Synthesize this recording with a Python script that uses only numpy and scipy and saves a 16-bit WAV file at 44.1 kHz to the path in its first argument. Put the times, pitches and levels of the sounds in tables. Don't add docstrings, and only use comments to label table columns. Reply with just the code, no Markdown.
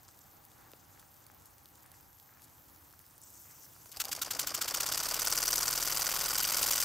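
import sys
import numpy as np
from scipy import signal
from scipy.fft import rfft, irfft
from scipy.io import wavfile

SR = 44100
rng = np.random.default_rng(int(sys.argv[2]) if len(sys.argv) > 2 else 0)


def level_to_linear(level):
    exponent = np.asarray(level, float) / 20
    return 10 ** exponent


def dump(signal):
    limited = np.clip(np.atleast_2d(signal).T, -1, 1)
    pcm = np.round(limited * 32767).astype(np.int16)
    wavfile.write(sys.argv[1], SR, pcm)


N = 301644
t = np.arange(N) / SR


def in_time(rows):
    s, *columns = np.transpose(rows)
    return [np.interp(t, s, c) for c in columns]


def at_hz(points):
    hz, value = np.transpose(points)
    return np.interp(np.log(np.fft.rfftfreq(N, 1 / SR) + 1), np.log(hz), value)


def colour(x, points):
    gain = level_to_linear(at_hz(points))
    return irfft(rfft(x) * gain / np.sqrt(np.mean(gain ** 2)), N)


def drift(rate):
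    r = np.exp(-80 * np.pi * rate / SR)
    slow = signal.lfilter([1], [1, -2 * r, r * r], rng.standard_normal(N // 40 + 2002))[2000:]
    return np.interp(np.arange(N) / 40, np.arange(len(slow)), slow / slow.std())


def band(x, low_hz, high_hz):
    sos = signal.butter(2, [low_hz, min(high_hz, .45 * SR)], "band", fs=SR, output="sos")
    return signal.sosfilt(sos, x) * np.sqrt(SR / 2 / (high_hz - low_hz))


def part(x, order, corner_hz, side="low"):
    return signal.sosfiltfilt(signal.butter(order, corner_hz, side, fs=SR, output="sos"), x)


def resonance(x, hz, width):
    r = np.exp(-np.pi * width / SR)
    poles = [1, -2 * r * np.cos(2 * np.pi * hz / SR), r * r]
    return signal.lfilter([(1 - r * r) / 2, 0, (r * r - 1) / 2], poles, x + 1e-18)


def click(s, db):
    out = np.zeros(N)
    out[int(s * SR)] = level_to_linear(db)
    return out


def bursts(times, db, decay_ms, same=0.):
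    out = np.zeros(N + 2000)
    noise = rng.standard_normal((len(times) + 1, 2000))
    same = np.clip(same, 0, 1)
    for s, level_db, ms, row in zip(times, db, np.broadcast_to(decay_ms, len(times)), noise[1:]):
        i = min(int(s * SR), N)
        fall = np.exp(-np.arange(2000) / (SR * max(ms, .1) / 1000))
        blow = (same * noise[0] + np.sqrt(1 - same ** 2) * row) * fall
        out[i:i + 2000] += level_to_linear(level_db) * blow * np.linalg.norm(fall) / np.linalg.norm(blow)
    return out[:N]


def wet_steam(grain_db):
    return rng.standard_normal(N) * level_to_linear(grain_db * drift(250.0) + 1.0 * drift(104.0))


# (frequency [Hz], level [dB per Hz])
FAR_SPECTRUM = [(18, -31), (30, -14.5), (93, 1), (224, -10.5), (309, -7), (409, -14.5), (495, -12),
                (654, -12.5), (846, -9), (1350, -12.5), (2690, -24), (3950, -24), (5000, -25), (6500, -49),
                (11000, -120)]
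# (frequency [Hz], likeness [0-1])
EAR_LIKENESS = [(60, 0.88), (180, 0.62), (550, 0.15), (1650, 0.4), (4970, 0.81), (15000, 0.8)]


def surroundings():
    level_db = -67.5 + 0.18 * t
    alike = np.clip(at_hz(EAR_LIKENESS), 0, 1)
    mid, side = rfft(rng.standard_normal((2, N))) * level_to_linear(at_hz(FAR_SPECTRUM))
    pair = irfft(np.sqrt(1 + alike) * mid + np.sqrt(1 - alike) * side * [[1], [-1]], N)
    pair = pair + 1.0 * resonance(pair, 800.0, 33.0) * (t < 2.3)
    return pair / pair.std() * level_to_linear(level_db + 4.5 + 0.96 * drift(3.1))


# (time [s], level [dB])
VALVE_HISS = [(0.0, -62), (.5, -61.5), (1.9, -61.5), (2.2, -62), (2.67, -60), (3.18, -60), (3.22, -57.5),
              (3.41, -54.5), (3.66, -53.5), (3.7, -56.5), (3.84, -54.5)]
# (lower edge [Hz], level [dB])
SEAM_PATCHES = [(2600, -9), (3500, -15), (4600, -2.5), (5800, 2.5), (7200, 0.5), (8900, 0)]


def leak_hiss():
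    valve_db, = in_time(VALVE_HISS)
    singing = sum(np.sin(np.pi * film_age(start, end)) for start, end, *_ in VALVE_FILMS)
    seam_db = -70. + (valve_db - valve_db[0]) - 1.5 * singing
    white = rng.standard_normal((2, N))
    seam, valve = np.zeros((2, N))
    for k, (hz, db) in enumerate(SEAM_PATCHES):
        seam += level_to_linear(db + 2.26 * drift(27.0)) * band(white[k % 2], hz, 1.454 * hz)
    for k, hz in enumerate([11000., 12340.0, 13400.0, 14700.0]):
        valve += level_to_linear(2. * drift(12.0)) * band(white[k % 2], hz, 1.12 * hz)
    return seam * level_to_linear(seam_db - 4.5) + valve * level_to_linear(valve_db - 10.0)


# (time [s], peak level [dB], lower part [dB])
SPIT_DROPLETS = [(0.032, -35, -17), (0.088, -35.5, -13), (0.19, -35, -16), (0.4512, -34, -20),
                 (0.517, -44, -6), (0.717, -35, -15), (0.9957, -42, -5), (1.1413, -39, -20),
                 (1.266, -35, -11.5), (1.3159, -38.5, -18), (1.3468, -39, -19), (1.4576, -37.5, -15),
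                 (1.5818, -41, -10), (1.6574, -38.5, -7.5), (1.756, -37, -16), (1.8317, -36, -24),
                 (1.8615, -35, -18), (1.917, -32, -19), (2.0088, -37, -23), (2.199, -40, -11),
                 (2.42, -40, -10), (2.761, -35.5, -19), (2.927, -39, -11), (2.992, -37, -13),
                 (3.0646, -38, -13), (3.18, -34, -26), (3.2161, -35, -13), (3.236, -41.5, -3.5),
                 (3.303, -41, -8), (3.34, -47, -12), (3.366, -45, -11), (3.417, -40, -10), (3.51, -40, -12),
                 (3.633, -38, -20), (3.646, -40, -13), (3.68, -42, -20), (3.7337, -37, -19),
                 (3.762, -39, -19), (3.8596, -34, -23)]


def spits():
    s, peak_db, lower_db = np.transpose(SPIT_DROPLETS)
    out = band(bursts(s, peak_db - 8.5, 0.98), 10700.0, 22500.0)
    out += band(bursts(s, peak_db + lower_db - 0.5, 0.95) * (t < 3.2), 2900.0, 12300.0)
    out += band(bursts(s, peak_db + lower_db + 0.5, 1.5) * (t > 3.2), 6800.0, 11700.0)
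    crackle = (rng.random(N) < 90. / SR) * level_to_linear(3 * np.minimum(rng.exponential(1, N), 3))
    crackle = crackle * rng.choice([-1, 1], N)
    out += level_to_linear(-59) * band(crackle, 900., 2600.)
    return out + level_to_linear(-49) * band(np.roll(crackle, N // 3), 4000., 15000.)


# (time [s], length [s], low edge [Hz], high edge [Hz], level [dB])
LEAK_SPUTTERS = [(0.079, 0.037, 4500, 9000, -67.5), (0.203, 0.068, 4970, 8500, -72),
                 (0.992, 0.016, 4000, 15000, -65.5), (1.454, 0.025, 5000, 15500, -67),
                 (0.585, 0.1, 900, 2010, -72), (3.447, 0.11, 1400, 2600, -79),
                 (1.836, 0.11, 900, 2180, -78), (1.937, 0.042, 4500, 9100, -70.5),
                 (2.277, 0.13, 900, 2200, -76.5), (2.424, 0.033, 3950, 15500, -64.5),
                 (2.987, 0.036, 5000, 15000, -71), (3.218, 0.087, 5200, 8850, -66.5),
                 (3.313, 0.17, 5200, 9500, -66.5), (3.5, 0.084, 5230, 6500, -72),
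                 (3.603, 0.057, 5100, 6900, -66.5), (3.915, 0.016, 2030, 16000, -53.5)]


def sputters():
    out = np.zeros(N)
    wet = wet_steam(3.5) * level_to_linear(1.5 * drift(23.0))
    for start, length, low_hz, high_hz, db in LEAK_SPUTTERS:
        span = slice(int(start * SR), int((start + length) * SR))
        gust = level_to_linear(5.5) * wet[span] / wet[span].std()
        gust = band(band(gust, low_hz, high_hz), low_hz, high_hz) * np.sqrt((high_hz - low_hz) / SR * 2)
        out[span] += level_to_linear(db) * signal.windows.tukey(span.stop - span.start, .15) * gust
    return out


# (time [s], peak level [dB], pitch [Hz])
BUBBLES = [(0.0882, -52, 1330), (0.5661, -58, 1100), (0.6539, -55, 1100), (0.6843, -54, 1420),
           (0.7173, -53, 1150), (0.7342, -50, 1110), (0.9597, -57, 1680), (0.9757, -51, 1730),
           (0.9996, -58, 1390), (1.0281, -51, 1460), (1.1278, -59, 1420), (1.3004, -48.5, 1500),
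           (1.3379, -58, 1130), (1.6571, -60, 1250), (1.8427, -51, 1290), (1.8582, -53, 1710),
           (1.8811, -59, 1350), (1.9205, -58, 1430), (1.9415, -52, 1670), (2.0981, -57, 1390),
           (2.1286, -61.5, 1440), (2.2732, -58, 1420), (2.2922, -53, 1590), (2.3077, -56, 1310),
           (2.3271, -56, 1100), (2.3725, -55, 1380), (2.3955, -54, 1880), (2.5142, -59, 1320),
           (2.9372, -50, 1350), (3.0016, -56, 1880), (3.019, -58, 1450), (3.042, -56, 1860),
           (3.455, -53, 1330), (3.5054, -53, 2010), (3.6411, -55, 1570), (3.6651, -53, 1430),
           (3.7638, -50, 1260)]


def pops():
    out, age = np.zeros(N + 400), np.arange(400) / SR
    for s, db, hz in BUBBLES:
        ring = np.sin(2 * np.pi * hz * age) * np.exp(-np.pi * 720 * age)
        out[int(s * SR):int(s * SR) + 400] += level_to_linear(db + 10) * ring * np.minimum(age * hz * 2, 1)
    return out[:N]


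def film_age(start, end):
    return np.clip((t - start) / (end - start), 0, 1)


# (start [s], end [s], from [Hz], to [Hz], level [dB])
VALVE_FILMS = [(0.143, 0.45, 12100, 15000, -65), (1.08, 1.248, 12600, 15100, -66),
               (1.997, 2.38, 11000, 15200, -64), (2.675, 3.052, 11000, 15400, -66),
               (3.25, 3.59, 11900, 14900, -75)]


def valve_films():
    out = np.zeros(N)
    narrow = band(rng.standard_normal(N), 30., 600.)
    for start, end, from_hz, to_hz, db in VALVE_FILMS:
        gone = film_age(start, end)
        carrier = np.cos(2 * np.pi * np.cumsum(from_hz + (to_hz - from_hz) * gone) / SR)
        out += level_to_linear(db) * np.sqrt(np.sin(np.pi * gone) + 1e-9) * narrow * carrier
    return out


# (time [s], peak level [dB])
BASE_TICK = [
    (0.734, -36),
]


def base_tick():
    (s, db), = BASE_TICK
    tick = band(band(click(s + 0.00085, db - 2), 800.0, 6200.0), 500., 6400.)
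    knock = resonance(click(s + 0.00188, db + 24), 420.0, 250.0)
    return tick + knock - band(click(s + 0.00123, db - 16), 120., 1200.)


def boiler():
    return leak_hiss() + spits() + sputters() + pops() + valve_films() + base_tick()


FULL_SPEED = 19.
LAST_STRETCH_S = 6.3
# (time [s], speed [turns per s])
FLYWHEEL_SPEED = [(3.95, 7.332), (4.3, 11.473), (4.6, 14.673), (4.85, 17.277), (5.1, 18.442),
                  (5.35, 19.209), (5.7, 20.37), (6.0, 20.784), (6.5, 21.097), (6.84, 21.725)]
# (time [s], face leak [dB], exhaust puff [dB], piston knock [dB], rattle [dB])
RUNNING_LEVELS = [(3.9, -57, -32, -37, -38), (3.97, -50.5, -32.5, -44, -38), (4.17, -48, -31.5, -38, -35),
                  (4.62, -41, -33, -35, -37), (4.9, -38, -32.5, -28.5, -49), (5.03, -37.5, -36, -30.5, -51),
                  (5.13, -36, -34.5, -32.5, -36), (5.26, -36, -37, -24.5, -47),
                  (5.48, -37, -34, -25.5, -52), (5.7, -35.5, -37.5, -27.5, -41),
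                  (6.33, -35, -36.5, -28.5, -31), (6.42, -36, -34.5, -28, -22),
                  (6.71, -32.5, -30.5, -27.5, -36), (6.84, -37, -29.5, -25.5, -33)]
TURN_SCATTER = [1.1, 1.5, 1.1, 0.5, 1.5]
# (turn [count], 1 puff or 3 rattle, change [dB])
WATER_SLUGS = [(1, 1, -4), (2, 1, 0.5), (41, 1, 3.5), (43, 1, 0), (45, 1, 2), (47, 1, -0.5), (49, 1, -2),
               (46, 3, 6), (48, 3, 11.5)]


def crank():
    speed, = in_time(FLYWHEEL_SPEED)
    angle = np.cumsum(speed) / SR
    angle = angle - np.interp(3.99836, t, angle)
    opens = np.interp(np.arange(int(angle[-1]) + 1), angle, t)
    _, puff_db, knock_db, rattle_db = [np.interp(opens, t, c) for c in in_time(RUNNING_LEVELS)]
    swing_db = knock_db + 26.5
    tick_db, slap_db = -30 + 0.57 * swing_db, -28 + 1.3 * swing_db
    levels = np.c_[puff_db, tick_db, rattle_db, knock_db, slap_db]
    rows = np.c_[opens, levels + rng.standard_normal((len(opens), 5)) * TURN_SCATTER]
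    for turn, column, db in WATER_SLUGS:
        rows[round(turn), round(column)] += db
    return speed, angle, rows


def turn_lengths(rows):
    return np.diff(rows[:, 0], append=2 * rows[-1, 0] - rows[-2, 0])


def contact_times(rows, where, slack=0.):
    late = 0.058 * np.maximum(rows[:, 0] - LAST_STRETCH_S, 0)
    return rows[:, 0] + turn_lengths(rows) * (where + late * (where > .48) + slack)


def hardness_db(speed):
    return -4.5 + 1.5 * (speed - FULL_SPEED)


# (time [s], peak level [dB], dull part [dB], decay [ms])
ODD_CLACKS = [(3.858, -35, -2, 1.3), (3.893, -41, -4, 2.5), (3.963, -29.5, -14, 2.2),
              (3.9696, -24.5, -19.5, 5.2), (4.0398, -23.5, -13, 2.2), (4.048, -22, -21, 1.9),
              (4.053, -16, -24, 2), (4.0837, -23, -31, 1.8), (4.09, -26.5, -10.5, 5.9),
              (4.15, -22, -15, 3.8), (4.1628, -24, -32, 8), (4.191, -30, -10, 6.6), (4.2485, -25, -26, 3.5),
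              (4.413, -21, -20, 7.2), (4.491, -27, -19, 4), (4.2594, -36, -21, 2.5),
              (4.2837, -34.5, -11, 1.5), (4.333, -25.5, -9, 4), (4.3683, -25, -11, 4),
              (6.6286, -7, -33, 2.8), (6.631, -21, -15, 2), (6.677, -16, -17, 3), (6.721, -32, -20, 2),
              (6.722, -7.5, -42, 1.8), (6.768, -36, -29, 2.5), (6.816, -11, -37, 1.9)]


def odd_clacks():
    s, peak_db, dull_db, ms = np.transpose(ODD_CLACKS)
    bright = band(bursts(s, peak_db - 13.5, ms), 2900.0, 15400.0)
    return bright + band(bursts(s, peak_db + dull_db - 11, 1.6 * ms), 420.0, 1300.0)


# (frequency [Hz], width [Hz], level [dB])
BRASS_MODES = [(1460, 150, -8), (3050, 200, -14), (4780, 220, -4), (5640, 120, -15), (6000, 125, -5),
               (6960, 120, -8), (7550, 140, -8), (8280, 300, -8), (11600, 370, -8), (12300, 360, -10)]


def brass(x):
    return sum(level_to_linear(level_db + 8.5) * resonance(x, hz, width) for hz, width, level_db in BRASS_MODES)


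# (frequency [Hz], width [Hz])
COLD_MODES = [(4900, 500), (5600, 49), (6700, 69)]


def cold_cylinder(x):
    return level_to_linear(2.5) * sum(resonance(x, hz, width) for hz, width in COLD_MODES)


# (place [0-1], level [dB])
FACE_LEAK = [(0, -1), (.2, -6.5), (.35, -4), (.6, -2), (.8, -4), (.88, -11.5), (.96, -10.5), (1, 6)]
# (frequency [Hz], level [dB per Hz])
LEAK_SPECTRUM = [(300, -6), (800, 2.5), (1400, 3), (2000, 0), (3800, 2), (5000, 0.5), (7000, -4),
                 (9500, -3), (13000, 3.5), (16000, 0.5)]


def face_leak(speed, angle):
    leak_db = in_time(RUNNING_LEVELS)[0] + np.interp(angle % 1, *np.transpose(FACE_LEAK)) + 2.5
    leak = colour((t > 3.93) * level_to_linear(leak_db) * wet_steam(1.36), LEAK_SPECTRUM)
    return leak + (level_to_linear(hardness_db(speed)) - 1) * part(leak, 4, 9000., "high")


# (place [0-1], level [dB])
PORT_OPENING = [(0, -38), (.015, -15), (.07, 3), (.15, -1.5), (.21, -6), (.29, -15.5), (.4, -45), (1, -55)]
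# (frequency [Hz], level [dB per Hz])
PUFF_SPECTRUM = [(200, -13), (800, -13), (1400, 1.5), (2000, -7), (3500, 3), (5000, 2.5), (7000, 4),
                 (9500, -0.5), (13000, 2.5), (16000, 0.5)]


def exhaust_puffs(angle, rows, wet):
    turn = np.clip(angle, 0, None).astype(int)
    slow = (turn_lengths(rows)[turn] / 0.072) ** 0.65
    lead = 0.018 + 0.068 * np.maximum(t - LAST_STRETCH_S, 0)
    early = np.minimum(angle + lead, len(rows) - 1e-6)
    place = early % 1
    port_db = np.interp(place * slow, *np.transpose(PORT_OPENING))
    port_db = port_db + 0.44 * wet * np.clip(-port_db, 0, 8.) * (place < .5)
    port_db = port_db - 5 * wet * np.clip(1 - place * slow / 0.087, 0, 1)
    turn_db = rows[np.clip(early, 0, None).astype(int), 1]
    puff = colour((early > 0) * level_to_linear(turn_db + port_db + 2.5) * wet_steam(2.2), PUFF_SPECTRUM)
    return puff + (level_to_linear(3.5 * wet) - 1) * part(puff, 3, 4200.)


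# (place [0-1], level [dB])
SHELL_BREATH = [(0, 2), (.12, -0.5), (.19, 1.5), (.25, -9), (.31, -1.5), (.4, 3), (.46, -3), (.52, 0.5),
                (.58, -14), (.64, -4.5), (.7, -3.5), (.76, 0), (1, -2)]


def steam_in_shell(puff, leak, angle, wet):
    out = puff + leak + 0.81 * resonance(leak, 4940.0, 210.0) + 0.73 * resonance(leak, 1110.0, 230.0)
    breath_db = np.interp(angle % 1, *np.transpose(SHELL_BREATH)) * np.clip(1 - wet * 1.4, 0, 1)
    return out + (level_to_linear(breath_db) - 1) * part(out, 3, 2300.)


# (multiple of the turn rate, level [dB])
SHAKE_MULTIPLES = [(1, -27), (2, 0), (3, -12), (4, -6), (5, -8), (6, -25), (7, -4), (8, -7.5), (9, -13),
                   (10, -23), (11, -7), (12, -8.5), (13, -10), (14, -9), (15, -9), (16, -8), (17, -24),
                   (18, -2.5), (19, -27.5), (20, -16), (21, -20), (22, -4), (23, -7), (24, -5.5), (25, -29),
                   (26, -9), (27, -15), (28, -4), (29, -26), (30, -13.5), (31, -3), (32, -11.5)]
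# (frequency [Hz], width [Hz], lift [dB])
TABLE_LIFTS = [(76.6, 20, 0), (140.6, 13, 7), (293, 31, 6.5), (356, 31, 2), (402, 48, -8), (504, 23, 2),
               (620, 43, 4)]


def table_shake(speed, angle):
    hum_db = -62 + 20 * 0.96 * np.log10(speed / FULL_SPEED)
    tuned = 2 * speed / 38.7
    bounce_db = -10 * np.log10((1 - tuned ** 2) ** 2 + (tuned / 8) ** 2)
    shake_db = -74 + 20 * 3. * np.log10(tuned) + bounce_db
    out = np.zeros(N)
    phases = rng.uniform(0, 2 * np.pi, len(SHAKE_MULTIPLES))
    for (multiple, level_db), phase in zip(SHAKE_MULTIPLES, phases):
        if round(multiple) == 2:
            loud_db = shake_db + 1.5
        else:
            lift_db = sum(db / (1 + (2 * (multiple * speed - hz) / width) ** 2)
                          for hz, width, db in TABLE_LIFTS)
            loud_db = hum_db - 0.5 + level_db + lift_db
        tone = np.sin(2 * np.pi * round(multiple) * angle + phase)
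        out += (t > 4) * level_to_linear(loud_db + .9 * drift(3.1)) * tone
    return out


JOINT_BANDS = [150, 500, 1200, 3000, 6000, 12500]
# (column of the turn's row, place [0-1], decay [ms], brass ring [dB], six colours [dB])
JOINT_BLOWS = [
    (2, 0.15, 1.9, -3, -40, -31, -11, 1, -19, 8),
    (3, 0.4, 0.92, -23, -41, -33, -17, 2, -14, -13),
    (4, .525, 3.8, 2.5, -36, -13, -2, -9, -3, -18),
    (4, 0.49, 9, -6.5, -24, -13, -11, -16.5, -3, -7),
    (5, .7, 2.8, -4, -40, -20., -30, -6, -2.5, 0),
    (4, 0.35, 2.2, -8, -40, -35, -47, -18, -1.5, -11),
    (3, 0.34, 1.2, -1, -40, -32, -6, -13, -5, -17),
    (1, 0.086, 1.3, 4, -40, -32, -6, -17, -2, -1),
]


def joint_blows(speed, rows, wet):
    out, into_brass, late_blows = np.zeros((3, N))
    seated_db = np.interp(rows[:, 0], t, hardness_db(speed))
    for column, where, ms, ring_db, *db in JOINT_BLOWS:
        column = round(column)
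        when = contact_times(rows, where, .004 * rng.standard_normal(len(rows)))
        hit_db = rows[:, column] + max(db) - 0.5 + seated_db * (column == 2) - 20 * (when < 4.2)
        spectrum = [*zip(JOINT_BANDS, db), (16000, db[-1] - 4)]
        hit = colour(bursts(when, hit_db, ms, same=.85), spectrum)
        out += hit
        into_brass += level_to_linear(ring_db - 9.5 * wet) * hit
        late_blows += hit * (where > .3)
    return out, into_brass, late_blows


# (place [0-1], decay [ms], low edge [Hz], high edge [Hz], level [dB])
BASE_THUMPS = [(0.14, 3.7, 900, 1500, 3), (0.47, 2, 233, 400, -1.5), (.37, 3, 380, 940, 3),
               (0.4, 4.4, 240, 560, -1.5), (0.62, 3.4, 860, 1740, 4.5), (.61, 3.0, 555, 990, 5.5),
               (0.71, 1.5, 570, 1830, 11)]


def base_thumps(speed, rows):
    thump_db = -48.5 - 0.12 * (speed - 15.7) ** 2
    out = np.zeros(N)
    for where, ms, low_hz, high_hz, db in BASE_THUMPS:
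        hops = bursts(contact_times(rows, where), 0.26 * rng.standard_normal(len(rows)), ms, same=1.0)
        out += level_to_linear(thump_db + db) * band(hops, low_hz, high_hz)
    return out


# (frequency [Hz], level [dB])
TABLE_REFLECTION = [(170, 1), (210, -4), (260, 0.5), (1500, -0.5), (1750, -2), (2100, 0.4), (3500, -3),
                    (4100, -4), (4500, 0.35), (8500, 0.56), (9200, -2.5), (10500, -0.84)]


def engine():
    speed, angle, rows = crank()
    wet = np.clip((18.7 - speed) / 2.6, 0, 1)
    clack = odd_clacks()
    leak = face_leak(speed, angle)
    puff = exhaust_puffs(angle, rows, wet)
    hits, hit_drive, blows = joint_blows(speed, rows, wet)
    out = clack + steam_in_shell(puff, leak, angle, wet) + hits
    out += brass(level_to_linear(-18.0) * puff + level_to_linear(-15.0) * leak + hit_drive + level_to_linear(-17) * clack)
    out += level_to_linear(12) * resonance(clack * (t > 3.95) * (t < 4.12), 795.0, 40.)
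    out += cold_cylinder(wet * (blows + clack))
    out += level_to_linear(4.) * resonance(blows, 4770.0, 137.0) + level_to_linear(-15) * resonance(blows, 5200.0, 120.0)
    out += table_shake(speed, angle) + base_thumps(speed, rows)
    out += band(bursts([3.96], [-54.], 25.0), 30.0, 59.0)
    return irfft(rfft(out) * level_to_linear(at_hz(TABLE_REFLECTION)), N)


# (frequency [Hz], level [dB])
NEAR_SPREAD = [(60, -5), (150, -8), (380, -9.5), (950, -12), (2380, -30.5), (5980, -11.5), (15000, -5)]
# (frequency [Hz], level [dB])
LEFT_LEAN = [(60, 0), (240, 0.5), (950, 0), (3770, 0.5), (15000, 1)]


def scene():
    running = engine()
    near = running + boiler()
    mid = rfft(near)
    plume = 1j * level_to_linear(-7) * mid + level_to_linear(-6.5) * rfft(near * drift(145.0))
    side = plume * level_to_linear(at_hz(NEAR_SPREAD)) + 0.028 * rfft(running)
    lean = level_to_linear(at_hz(LEFT_LEAN) * [[.5], [-.5]])
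    return irfft((mid + side * [[1], [-1]]) * lean, N) + surroundings()


def roll_off(x):
    return signal.sosfilt(signal.butter(12, 16640, fs=SR, output="sos"), x)


def record(dry):
    x = signal.sosfilt(signal.butter(2, 28., "high", fs=SR, output="sos"), dry)
    x = signal.sosfilt(signal.cheby2(20, 60, 16050, fs=SR, output="sos"), x)
    return roll_off(x)


dry = scene()
out = record(dry)
dump(out)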